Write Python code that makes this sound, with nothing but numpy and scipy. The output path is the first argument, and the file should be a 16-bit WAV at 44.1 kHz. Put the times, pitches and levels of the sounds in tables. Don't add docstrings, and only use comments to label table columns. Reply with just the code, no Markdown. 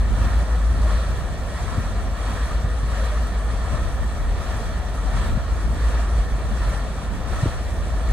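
import sys
import numpy as np
from scipy import signal
from scipy.fft import rfft, irfft, next_fast_len
from scipy.io import wavfile
from scipy.ndimage import uniform_filter1d, map_coordinates

SR = 44100
rng = np.random.default_rng(int(sys.argv[2]) if len(sys.argv) > 2 else 0)


def store_pcm(level_fs):
    pcm = np.round(np.clip(level_fs, -1, 1) * 32767).astype(np.int16)
    wavfile.write(sys.argv[1], SR, np.atleast_2d(pcm).T)


def volts(x):
    e = np.asarray(x, float) / 20
    return 10 ** e


N = 358159

# (pitch [Hz], level [dB per Hz])
WIND_COLOUR = [(15, -29), (24, -13), (35, 1), (50, 3), (80, -1.5), (130, -11.5), (220, -16.5), (300, -23.5),
               (380, -28), (600, -61)]
# (pitch [Hz], likeness [0-1])
WIND_ALIKE = [(30, 0.64), (60, 0.55), (120, 0.39), (210, 0.9), (320, 0.99)]
# (time [s], level [dB])
WIND_STRENGTH = [(0.0, -20), (.3, -24), (.55, -35), (.8, -29), (1.15, -26), (1.4, -30), (1.8, -29),
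                 (2.1, -31), (3.2, -33.5), (3.6, -27.5), (4.2, -25.5), (4.9, -33), (5.3, -22.5),
                 (5.8, -25.5), (6.3, -27), (6.6, -28.5), (6.995, -35.5), (7.3, -27.5)]
# (time [s], level over the steady flutter [dB])
GUSTS = [(.12, 2.5), (.23, 8), (.4, 3), (.8, 3), (1.15, 2.5), (1.79, 6), (2.05, -1), (2.65, 0.5),
         (2.838, 4), (3.74, 3), (4.39, 0), (4.8, 1), (5.24, 3), (5.42, -3.5), (5.71, 5), (6.42, 2),
         (6.53, 4.5), (6.7, 2.5), (7.15, 3.5), (7.28, 4.5), (7.92, 1)]
# (time [s], level [dB], pitch [Hz], length [cycles], first way [1 up, -1 down])
THUMPS = [(.215, -24, 110, .6, 1), (.27, -20, 110, .6, 1), (1.781, -22, 220, .6, 1),
          (1.787, -14, 125, .65, 1), (2.648, -14, 100, .55, -1), (2.835, -16, 100, .55, -1),
          (3.735, -22, 120, .6, 1), (5.376, -12.5, 150, .42, 1), (7.4335, -15, 125, .55, -1),
          (7.4375, -12.5, 122, .6, 1), (7.4588, -14, 320, .5, 1), (7.4636, -15, 190, .5, -1),
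          (7.473, -16.5, 100, 1.1, -1)]

# (time [s], firing note level [dB], level of the note below it [dB])
ENGINE = [(0.0, -24, -43), (.85, -18.5, -41), (1.1, -23.5, -28), (1.3, -28, -45), (1.75, -57, -30),
          (2.05, -33.5, -26), (2.5, -24.5, -30), (3.25, -22, -32), (3.75, -27, -36), (4.1, -29, -51),
          (4.75, -34.5, -33.5), (5.2, -36, -21.5), (5.55, -24, -33), (6.0, -21, -34), (6.75, -28.5, -22.5),
          (7.3, -43, -52), (7.8, -28, -38), (8.12, -20.5, -26)]

# (time [s], level [dB], pitch [Hz], length [cycles])
AIR_POCKETS = [
    (.86, -32, 612, 7.7),
    (2.52, -31.5, 1220, 16),
    (2.985, -31, 564, 6.1),
    (3.03, -37, 530, 9.2),
    (3.055, -33, 677, 11),
    (3.135, -31.5, 608, 15),
    (4.49, -37, 695, 16),
    (4.84, -37, 733, 18),
    (6.67, -37, 651.8, 11),
]

# (time [s], strength over the roar [dB], draining time [s])
BLADES = [(.25, 5.5, 0.21), (.93, 5.5, 0.21), (1.62, 4, .3), (2.32, 6, 0.25), (2.99, 5.5, .26),
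          (3.75, 4, .1), (4.49, 5, 0.17), (5.2, 6.5, .12), (5.94, 5, 0.12), (6.68, 5.5, 0.12),
          (7.41, 6.5, .14), (8.13, 3.5, .15)]
# (time [s], level [dB])
SLOSHES = [(.55, 1.5), (1.15, 0), (1.87, 0.5), (3.25, 0.5), (3.51, 2), (3.63, 1), (4.75, 1.5), (4.95, 1.5),
           (5.6, 2), (5.8, 2.5), (6.19, 2.5), (7.0, 1.5)]
# (pitch [Hz], level [dB per Hz])
WATER_COLOUR = [(200, -1), (340, -4.5), (430, -2), (690, 1), (860, -6), (1290, -3.5), (1550, -9),
                (1810, -4.5), (1890, -6.5), (2070, -16.5), (2240, -12.5), (2540, -16.5),
                (3450, -15), (3700, -17), (4480, -17.5), (5080, -22.5), (5680, -16), (7320, -22.5),
                (8100, -19.5), (8950, -18.5),
                (9050, -17), (9350, -25), (9700, -25.5), (10450, -20), (11000, -29.5), (11950, -20),
               (12100, -24.5), (12800, -32), (13400, -38), (13800, -32), (14200, -39), (14300, -29)]
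# (pitch [Hz], likeness [0-1])
WATER_ALIKE = [(340, 0.95), (700, 0.84), (860, 0.67), (1100, 0.7), (1350, 0.96), (1550, 0.061),
               (1810, 0.99), (2070, 0.59), (2330, 0.63), (2580, 0.14),
               (2850, 0.41), (3190, 0.22), (3450, 0.39), (3650, 0.11), (4100, 1), (4500, 0.44),
               (4800, 0.53), (5400, 0.71), (6000, 0.46), (6460, 0.22), (7750, .99), (8100, 1), (9100, 1),
               (9400, 0.023)]
# (pitch [Hz], level difference [dB])
PORT_BALANCE = [(340, 0.1), (1550, -2), (2330, -0.6), (2670, 3), (2930, 2), (3100, 0.5), (3530, -3.5),
                (4130, 0.5), (5170, 5), (6720, -1), (8350, 0), (8960, -0.5)]
# (pitch [Hz], phase [radians])
PORT_LEAD = [(800, 0), (1500, -.3), (2150, 1), (2500, .5), (2950, -3), (3500, 1.3), (3700, .3), (4050, 0),
             (5200, 3.1), (6250, 4), (6600, 1.3), (7800, 0), (8950, -2.3), (9020, 0)]
ROAR_DB = [-37, -40, -50.5, -52]
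BLADE_SHARES = [0.15, 0.67, 0.87, 0.77]
FLICKER_DB = [0.32, 0.13, 0.39, 0.75]

# (from [Hz], to [Hz], share of moments heard [0-1], smoothing [frames])
MID_KEPT = [(9000, 9350, .87, 2), (9350, 9500, .35, 2), (9500, 9700, .05, 1), (10550, 11300, .07, 1),
            (11300, 12000, .005, 1), (12900, 13200, .55, 3), (13200, 13550, .35, 2), (13550, 13750, .02, 1),
            (14280, 22050, 0, 1)]
SIDE_KEPT = [(9000, 9750, .33, 3), (9750, 10480, .06, 1), (11050, 11200, .06, 1), (11200, 11650, 0, 1),
             (12030, 12800, .015, 1), (12800, 13500, .02, 1), (13500, 14250, 0, 1), (14280, 14480, .4, 1),
             (14500, 22050, 0, 1)]
# (from [s], to [s], pull)
SIDE_FAVOURED = [(.1, .65, 1.2), (1.3, 2.25, 2.6), (2.25, 3.27, 1.2), (5.22, 5.45, 1.5)]


def unit(x):
    return x / np.sqrt(np.mean(np.mean(np.atleast_2d(x), axis=0) ** 2) + 1e-20)


def along(points, hz):
    f, v = np.transpose(points)
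    return np.interp(np.log(hz + 1), np.log(f + 1), v)


def curves(rows):
    s, *cols = np.transpose(rows)
    return [np.interp(np.arange(N) / SR, s, c) for c in cols]


def wobble(rate):
    return map_coordinates(rng.standard_normal(400), [np.arange(N) * min(rate, 45) / SR])


def peak(s, rise_s, fall_s):
    t = np.arange(N) / SR - s
    return np.exp(-(t / np.where(t < 0, rise_s, fall_s)) ** 2)


def swing(s, db, hz, cycles):
    turns = (np.arange(N) / SR - s) * hz
    return -volts(db) * np.sin(2 * np.pi * turns) * np.exp(-(turns / cycles) ** 2)


def filtered(x, response):
    m = next_fast_len(N + SR // 2)
    return irfft(rfft(x, m) * response(np.fft.rfftfreq(m, 1 / SR)), m)[..., :N]


def patchy(patchy_db):
    z = signal.stft(rng.standard_normal((2, N)), nperseg=512)[2]
    field = uniform_filter1d(rng.standard_normal(z.shape[1:]), size=6, axis=0)
    field = uniform_filter1d(field, size=10, axis=1)
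    return signal.istft(z * volts(patchy_db * field / field.std()), nperseg=512)[1][:, :N]


def spread(pair, colour, alike):
    def shares(hz):
        turn = np.arccos(np.clip(along(alike, hz), -1, 1)) / 2
        return volts(along(colour, hz)) * [np.cos(turn), np.sin(turn)]

    mid, side = filtered(pair, shares)
    return np.array([mid + side, mid - side])


def wind():
    strength_db, = curves(WIND_STRENGTH)
    lumps = volts(0.43 * wobble(9) + 1.7 * np.array([wobble(25), wobble(25)]))
    buffet = lumps * spread(patchy(patchy_db=0.7), WIND_COLOUR, WIND_ALIKE)

    flutter_hz = 83.3
    upper = lambda hz: hz ** 4 / (hz ** 4 + flutter_hz ** 4)
    rumble = unit(filtered(buffet, lambda hz: 1 - upper(hz)))
    flutter = unit(filtered(buffet, upper))

    gust_s = 0.05
    flutter_db = -35 + 0.1 * (strength_db - strength_db.mean())
    flutter_db += sum(db * peak(s, gust_s, gust_s) for s, db in GUSTS)
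    return volts(strength_db - 1.0) * rumble + volts(flutter_db) * flutter


def thumps():
    return sum(np.sign(way) * swing(*jump) for *jump, way in THUMPS)


def engine():
    firing_db, below_db = curves(ENGINE)
    above_db = -31.5 + 0.47 * (firing_db - firing_db.mean())
    turns = 6.79 * np.arange(N) / SR
    # (multiple of the shaft rate, place in the cycle [turns], level [dB])
    notes = [(7, 0, below_db), (8, -.25, firing_db), (9, .03, above_db)]
    throb = 0
    for multiple, lag_turns, db in notes:
        phase = 2 * np.pi * (multiple * turns + lag_turns) + 0.27 * wobble(4.5)
        throb = throb + volts(db + 3 + 1.2 * wobble(8)) * np.cos(phase)
    return throb


def gulps():
    return sum(swing(*pocket) for pocket in AIR_POCKETS)


def bubbles(count, hz, octaves, cycles, scatter_db):
    draw, t = rng.random((count, 3)), np.arange(1200) / SR
    pitch = hz * 2 ** (octaves * (2 * draw[:, 1:2] - 1))
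    age = t * pitch / cycles
    size = volts(-scatter_db * np.log(draw[:, 2:] + 0.0013)) * np.sqrt(pitch / hz)
    ring = size * age * np.exp(-3 * age) * np.sin(2 * np.pi * pitch * t * (1 + 0.12 * age))
    start = (draw[:, :1] * N).astype(int) + np.arange(len(t))
    return unit(np.bincount(start.ravel(), ring.ravel(), N + len(t))[:N])


def wheel():
    blade_db = sum(db * peak(s, 0.12, drain_s) for s, db, drain_s in BLADES)
    blade_db += sum(db * peak(s, 0.047, 0.047) for s, db in SLOSHES)

    pair = patchy(patchy_db=1.01)
    large = bubbles(count=3500, hz=907.0, octaves=1.203, cycles=7.64, scatter_db=1.5)
    small = bubbles(count=4000, hz=5500, octaves=1.1, cycles=6, scatter_db=1.8)
    pair[0] += volts(-19 + 0.86 * blade_db) * large + volts(-19) * small
    water = spread(pair, WATER_COLOUR, WATER_ALIKE)

    def ports(hz):
        left = volts(along(PORT_BALANCE, hz) / 2) * np.exp(-.5j * along(PORT_LEAD, hz))
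        return np.array([left, 1 / left])

    water = filtered(water, ports)
    bands = [(0, 900), (900, 2400), (2400, 5000), (5000, SR)]  # wash, splash, spray, mist [Hz]
    spatter_db = 0.28 * wobble(25)
    roar = 0
    for (lo, hi), db, share, flicker_db in zip(bands, ROAR_DB, BLADE_SHARES, FLICKER_DB):
        layer = unit(filtered(water, lambda hz: (lo <= hz) & (hz < hi)))
        level_db = db + share * blade_db + spatter_db + 0.19 * wobble(12) + flicker_db * wobble(36)
        roar = roar + volts(level_db) * layer
    return roar


def scene():
    lean = volts(np.array([[.25], [-.25]]))
    return lean * (wind() + engine() + thumps()) + wheel() + gulps()


def thinned(x, kept, pull):
    hz, t, z = signal.stft(x, SR, nperseg=2048)
    favour = pull * sum(weight * ((a < t) & (t < b)) for a, b, weight in SIDE_FAVOURED)
    for lo, hi, share, frames in kept:
        band = (lo <= hz) & (hz < hi)
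        claim = np.log(np.sum(np.abs(z[band]) ** 2, axis=0) + 1e-20)
        claim = claim + 2.0 * rng.standard_normal(z.shape[1])
        claim = uniform_filter1d(claim + favour * (hi < 9760), size=frames)
        z[band] *= claim > np.quantile(claim, 1 - share)
    return signal.istft(z, SR, nperseg=2048)[1][:N]


def low_pass(x):
    return signal.sosfilt(signal.butter(12, 14660, fs=SR, output="sos"), x)


def record(dry):
    mid = thinned(dry.mean(axis=0), MID_KEPT, pull=-.7)
    side = thinned((dry[0] - dry[1]) / 2, SIDE_KEPT, pull=1.8)
    return low_pass(np.array([mid + side, mid - side]))


dry = scene()
out = record(dry)
store_pcm(out)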